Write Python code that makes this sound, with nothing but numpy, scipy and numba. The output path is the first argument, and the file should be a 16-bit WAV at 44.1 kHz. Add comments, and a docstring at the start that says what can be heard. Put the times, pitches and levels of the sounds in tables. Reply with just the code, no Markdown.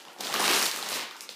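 """Creases buckle as a thin plastic piping bag is folded over, a couple of metres from the microphone.
Many tiny random cracks and some louder snaps each ring patches of film for a few cycles.
Air-filled folds pop hollowly, each a single low ring.
The hard-walled kitchen answers after a short gap with a bright tail, over a faint hiss."""
import sys
import numpy as np
from scipy import signal
from scipy.fft import rfft, irfft, next_fast_len
from scipy.io import wavfile
from numba import njit

SR = 44100
rng = np.random.default_rng(int(sys.argv[2]) if len(sys.argv) > 2 else 0)


def attenuation_scalar(level_db):
    """Turn a level in dB into a linear amplitude multiplier (20 dB per decade)."""
    decades = np.asarray(level_db, float) / 20
    return 10 ** decades


def inscribe(sig):
    """Save sig as 16-bit PCM at rate SR to the path in sys.argv[1].

    A 1-D sig is mono; a 2-D sig holds one channel per row.
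    Samples are clipped to [-1, 1] before scaling.
    """
    pcm = np.round(np.clip(np.atleast_2d(sig).T, -1, 1) * 32767)
    wavfile.write(sys.argv[1], SR, pcm.astype(np.int16))


N = 59535  # samples, 1.35 s
RISE = 5.6  # a ring rises this many times faster than it falls
TOP_HZ = 15100  # upper limit of the snaps' fizz and of the recorded treble


def at(table, hz, column=1):
    """Reads a column of a table on a log-frequency axis."""
    table = np.array(table, float)
    return np.interp(np.log(hz), np.log(table[:, 0]), table[:, column])


def colour(x, db):
    """Weights each frequency by db(Hz)."""
    n = next_fast_len(len(x))
    hz = np.maximum(np.arange(n // 2 + 1) * SR / n, 1.)
    return irfft(rfft(x, n) * attenuation_scalar(db(hz)), n)[:len(x)]


@njit
def rings(start_s, hz, cycles, size, rise, out_len):
    """Damped sines with a soft start: each decay falls 60 dB in the given number of cycles."""
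    out = np.zeros(out_len)
    for k in range(len(start_s)):
        first = int(start_s[k] * SR)
        last = min(out_len, first + int(cycles[k] / hz[k] * SR) + 2)
        fall = np.log(1000.) / cycles[k] * hz[k] / SR
        turn = np.exp(2j * np.pi * hz[k] / SR - fall)
        settle = np.exp(-rise * fall)
        z, onset = size[k] + 0j, 1.
        for j in range(max(first, 0), last):
            out[j] += z.real * (1 - onset)
            z *= turn
            onset *= settle
    return out


# Colour of the faint hiss: pitch_hz [Hz], level_db [relative dB per Hz]
HISS_COLOUR = [(18, -72), (30, -36), (364, 15), (1630, -37), (4190, -8), (13000, -6), (14800, -20),
               (16000, -43)]


def faint_hiss():
    """Steady random noise, coloured and set to a fixed RMS level."""
    hiss = colour(rng.standard_normal(N), lambda f: at(HISS_COLOUR, f))
    return attenuation_scalar(-61) * hiss / hiss.std()


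# How the kitchen rings on, by pitch: pitch_hz [Hz], t60_s [s to fall 60 dB], level_db [relative dB]
ROOM_BANDS = [(150, 0.24, -6.5), (600, 0.4, -4.5), (1950, 0.59, -1), (4300, 0.33, -3), (9500, 0.15, -1),
              (14900, 0.17, 0)]
ROOM_GAP_S, ROOM_RISE_S, ROOM_DB = 0.0011, 0.01, 3
SPOTS, SPOT_S = 6, .03


def kitchen(x):
    """Diffuse tail after a gap, each band with its own decay; the sound hops between spots with own tails."""
    t = np.arange(int(.6 * SR)) / SR
    late = np.maximum(t - ROOM_GAP_S, 0)
    build_up = 1 - np.exp(-late / ROOM_RISE_S)
    hop = np.arange(N) / SR / SPOT_S
    out = 0
    for spot in range(SPOTS):
        tail = 0
        for hz in 125 * 2. ** np.arange(0, 7.5, .5):
            band = colour(rng.standard_normal(len(t)), lambda f: -12 * (2 * np.log2(f / hz)) ** 2)
            t60 = at(ROOM_BANDS, hz)
            decay = attenuation_scalar(at(ROOM_BANDS, hz, column=2) - 60 * late / t60)
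            # the root keeps long and short decays equal in energy
            tail = tail + band * decay * np.sqrt(2 * np.log(1000) / t60 / SR)
        # neighbouring spots crossfade at constant power
        share = np.cos(np.pi / 2 * np.clip((hop - spot) % SPOTS - 1, -1, 1))
        out = out + signal.fftconvolve(x * share, tail * build_up)[:N]
    return attenuation_scalar(ROOM_DB) * out


# Hollow pops of the air-filled folds: start_s [s, before the lag], level_db [relative dB], pitch_hz [Hz]
FOLD_POPS = [(0.051, -37.5, 950), (0.073, -34, 1030), (0.084, -35, 770), (0.103, -39, 1270),
             (0.162, -33, 764), (0.184, -56, 700), (0.193, -35, 357), (0.205, -23, 746),
             (0.296, -21.5, 800), (0.302, -26, 870), (0.31, -25.5, 1330), (0.339, -14.5, 1150),
             (0.351, -13.5, 1540), (0.397, -18, 823), (0.414, -15.5, 970), (0.437, -19, 1240),
             (0.479, -13.5, 1170), (0.508, -15.5, 1250), (0.528, -20, 1220), (0.553, -29, 1370),
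             (0.596, -25, 1400), (0.659, -20.5, 910), (0.759, -25.5, 1220), (0.787, -21, 1270),
             (0.826, -24, 790), (0.929, -22, 1065), (1.111, -28.5, 1140), (1.126, -34, 1510),
             (1.146, -32, 1370), (1.156, -31, 920), (1.206, -45, 736), (1.235, -35.5, 1310),
             (1.291, -35.5, 494)]
POP_CYCLES, POP_DB, POP_LAG_S = 15.3, -2.5, 0.001013


def pops():
    """Each air-filled fold sounds as one low damped ring."""
    start_s, level_db, pitch_hz = np.array(FOLD_POPS, float).T
    cycles = np.full(len(start_s), POP_CYCLES)
    return rings(start_s + POP_LAG_S, pitch_hz, cycles, attenuation_scalar(level_db + POP_DB), RISE, N)


# Strength of the crackle as the bag is handled, interpolated between times: time_s [s],
# level_db [relative dB, 2.5-7 kHz], bass_db and treble_db [dB re level_db, each used about its own mean]
HANDLING_STRENGTH = [(0, -41.5, -15, -16), (0.039, -57.5, 0, -3), (.1, -52, -2.5, -14), (.15, -68.5, 0, 7),
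                     (0.204, -41, -0.5, -11), (0.209, -37, -6.5, 7), (.22, -43, -5, -9),
                     (.26, -38.5, -7, -9), (.3, -39.5, -1.5, -1), (.338, -40, -3.5, 1),
                     (0.338, -32.5, -4.5, -17), (.39, -34, -1, 3.5), (.45, -29, -8.5, -2),
                     (.51, -24.5, -8.5, -1), (.57, -27.5, -11, 0), (.62, -29, -8.5, 1.5),
                     (.665, -36.5, -2.5, -19), (.69, -43, -10.5, 10), (.78, -40.5, -8.5, -4),
                     (.85, -39, -7, -4), (0.941, -34, -10, -3.5), (1.027, -42, -3.5, -7),
                     (1.071, -52.5, -8.5, -2), (1.15, -51, -18, -19), (1.2, -52.5, -10, -20),
                     (1.28, -62, 0, 5), (1.35, -66, -1, 13)]
# Colour of the film's crackle: pitch_hz [Hz], level_db [relative dB per Hz]
FILM_COLOUR = [(59, -61), (100, -8), (156, -6), (452, -1), (1230, -3.5), (1910, -7.5), (4470, -6.5),
               (14100, -23), (15000, -32), (16000, -43)]
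CRACKS_PER_S, PATCHES, CRACK_CYCLES = 4000, 3, 10.8
CRACK_SPREAD_DB, PATCH_SPREAD_DB, FLUTTER_DB, CRACKLE_DB = 1.8, 1.5, 1.5, -4
BURST_FADE_DB = -4  # each cluster starts suddenly and its cracks weaken by this much


def crackle():
    """Random cracks in fluttering clusters; each rings a few film patches of random pitch."""
    n = int(CRACKS_PER_S * N / SR)
    crack_s, strength = rng.random(n) * N / SR, rng.exponential(1, n)
    pitch_draw, delay_draw = rng.random((2, n, PATCHES))
    patch_draw = rng.standard_normal((n, PATCHES))
    hz = 120 * (16000 / 120) ** (pitch_draw ** .6)

    time_s, level_db, bass_db, treble_db = np.array(HANDLING_STRENGTH, float).T
    bass = np.interp(crack_s, time_s, bass_db - bass_db.mean())[:, None]
    treble = np.interp(crack_s, time_s, treble_db - treble_db.mean())[:, None]
    bass_share = np.clip(np.log(2500) - np.log(hz), 0, 1)
    treble_share = np.clip((np.log(hz) - np.log(6000)) * 2, 0, 1)
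    tilt = bass_share * bass + treble_share * treble

    edge = np.r_[0, np.sort(rng.random(140)) * N / SR, N / SR]
    cluster = np.searchsorted(edge, crack_s) - 1
    progress = (crack_s - edge[cluster]) / np.diff(edge)[cluster]
    flutter = FLUTTER_DB * rng.standard_normal(len(edge))[cluster] + BURST_FADE_DB * progress

    handling_db = np.interp(crack_s, time_s, level_db)
    crack_db = (handling_db + flutter + CRACK_SPREAD_DB * strength)[:, None]
    patch_db = crack_db + tilt + PATCH_SPREAD_DB * patch_draw
    # the last factors allow for ring length and for the uneven spread of pitches
    size = attenuation_scalar(patch_db + at(FILM_COLOUR, hz)) * hz / pitch_draw ** .2 * np.sign(patch_draw)
    start = crack_s[:, None] + .0005 * delay_draw
    cycles = np.full(hz.size, CRACK_CYCLES)
    out = rings(start.ravel(), hz.ravel(), cycles, size.ravel(), RISE, N)

    # level is set on the 2.5-7 kHz band
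    band = colour(out, lambda f: np.where((f > 2500) & (f < 7000), 0, -99))
    target = np.sqrt(np.mean(attenuation_scalar(handling_db) ** 2))
    return out * attenuation_scalar(CRACKLE_DB) * target / band.std()


# Louder snaps of single creases: start_s [s, before the lag], level_db [relative dB, main ring],
# pitch_hz [Hz, main ring], fizz_db [relative dB, treble], length_s [s, span of the steps]
CREASE_SNAPS = [(0.0508, -33, 3400, -53, 0.0016), (0.082, -33.5, 2940, -49, 0.0021),
                (0.118, -42, 3560, -61, 0.0024), (0.1314, -42, 4420, -47, 0.0019),
                (0.1855, -30.5, 4900, -58, 0.0015), (0.2032, -29, 4900, -52, 0.0028),
                (0.2065, -16, 5000, -30, 0.0025), (0.2092, -24, 3280, -45, 0.0018),
                (0.2354, -20.5, 4100, -37, 0.0025), (0.2448, -20.5, 4440, -38, 0.0013),
                (0.249, -19.5, 4300, -36, 0.0022), (0.2638, -24, 4050, -44, 0.00064),
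                (0.269, -16.5, 3420, -27, 0.0014), (0.31, -42, 3180, -41, 0.0023),
                (0.326, -15.5, 3200, -34, 0.0027), (0.3395, -10.5, 4700, -22, 0.003),
                (0.3447, -18, 3060, -35, 0.0013), (0.36, -13.5, 2970, -40, 0.0022),
                (0.404, -12, 5540, -23, 0.0022), (0.444, -22, 4020, -24, 0.0024),
                (0.492, -13.5, 2430, -37, 0.0019), (0.5088, -13, 3800, -35, 0.0027),
                (0.5116, -14, 2540, -18, 0.0014), (0.5338, -11, 4660, -43, 0.0018),
                (0.569, -16, 4570, -35, 0.0028), (0.5938, -26, 3330, -24, 0.0013),
                (0.5965, -15, 5450, -46, 0.0018), (0.6124, -13, 5350, -49, 0.0024),
                (0.6233, -22, 5230, -22, 0.0025), (0.6263, -7.5, 5200, -24, 0.0018),
                (0.6338, -10.5, 5100, -43, 0.0013), (0.6555, -13, 4560, -19.5, 0.0018),
                (0.6603, -13.5, 3700, -24, 0.002), (0.6639, -10, 4170, -25.5, 0.002),
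                (0.704, -27, 2940, -41, 0.0024), (0.713, -14, 4500, -28, 0.002),
                (0.7608, -25, 3220, -24.5, 0.0018), (0.771, -23, 6040, -34, 0.0019),
                (0.7906, -23, 3300, -31, 0.0015), (0.8258, -16, 3830, -34, 0.0014),
                (0.862, -20, 4500, -35, 0.0018), (0.866, -33, 3440, -31, 0.0036),
                (0.887, -19.5, 4700, -26, 0.0032), (0.8984, -23, 4350, -25, 0.0015),
                (0.927, -17, 3880, -30, 0.0019), (0.939, -16, 4930, -42, 0.0011),
                (0.9428, -30, 4790, -25, 0.0018), (0.9565, -28, 3490, -37, 0.0021),
                (0.965, -28, 4800, -31, 0.0017), (0.993, -15, 2960, -39, 0.0017),
                (1.0047, -23, 3470, -36, 0.0023), (1.0099, -18.5, 4600, -43, 0.0015),
                (1.109, -25, 4130, -42.5, 0.0023), (1.1564, -36, 3370, -56, 0.0019),
                (1.1654, -32, 4500, -39.5, 0.0018), (1.2067, -19, 5330, -34, 0.003),
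                (1.2074, -30.5, 2230, -44, 0.0023), (1.2903, -17.5, 4000, -49, 0.00305)]
STEPS, SNAP_CYCLES, WALL_CYCLES, WALL_DB = 5, 8.9, 4, 9.5
SNAP_DB, SNAP_FADE_DB, SNAP_DETUNE, SNAP_LAG_S = -1, -11.5, 0.17, .001
FIZZ_CYCLES, FIZZ_DB, FIZZ_LOW_HZ = 7.8, 7, 7370


def snaps(steps, cycles, fizz_cycles, first_db):
    """A crease gives way in quick, fading steps; each rings a mid patch, a lower and an upper treble patch."""
    start_s, level_db, pitch_hz, fizz_db, length_s = np.array(CREASE_SNAPS, float).T[:, :, None]
    draw = rng.random((len(start_s), 4, steps))
    detune = rng.standard_normal((len(start_s), steps))
    index = np.arange(steps)
    step = (index + draw[:, 0] * (index > 0)) / steps  # 0 to 1 through the snap
    start = (start_s + SNAP_LAG_S + step * length_s).ravel()
    fade = SNAP_FADE_DB * step + first_db * (step == 0)

    pitch = pitch_hz * np.exp(SNAP_DETUNE * detune * (step > 0))
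    size = attenuation_scalar(level_db + SNAP_DB + fade) * np.sign(draw[:, 3] - .5)
    out = rings(start, pitch.ravel(), cycles + 0 * start, size.ravel(), RISE, N)
    for half in (0, 1):  # lower, then upper treble patch
        pitch = FIZZ_LOW_HZ + (TOP_HZ - FIZZ_LOW_HZ) * (half + draw[:, half + 1]) / 2
        size = attenuation_scalar(fizz_db + FIZZ_DB + fade) * np.sign(detune)
        out = out + rings(start, pitch.ravel(), fizz_cycles + 0 * start, size.ravel(), RISE, N)
    return out


def scene():
    """The bag heard directly, the kitchen's answer and the hiss."""
    rest = crackle() + pops()
    bag = rest + snaps(STEPS, SNAP_CYCLES, FIZZ_CYCLES, first_db=1.5)
    # the walls are fed a simpler snap: one step of short, broad rings, giving a smooth tail
    around = rest + snaps(1, WALL_CYCLES, WALL_CYCLES, first_db=WALL_DB)
    return (bag + kitchen(around) + faint_hiss())[None]


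def roll_off(x):
    """The treble ends steeply here."""
    return signal.sosfilt(signal.butter(12, 16360, fs=SR, output="sos"), x)


def record(dry):
    """The microphone cuts the bass steeply, all but a trace; then the treble ends abruptly at the top."""
    bass_cut = signal.butter(7, 162, "high", fs=SR, output="sos")
    top_cut = signal.ellip(6, .2, 35, TOP_HZ, fs=SR, output="sos")
    x = signal.sosfilt(bass_cut, dry) + attenuation_scalar(-22.5) * dry
    mix = signal.sosfilt(top_cut, x)
    return roll_off(mix)


dry = scene()
out = record(dry)
inscribe(out)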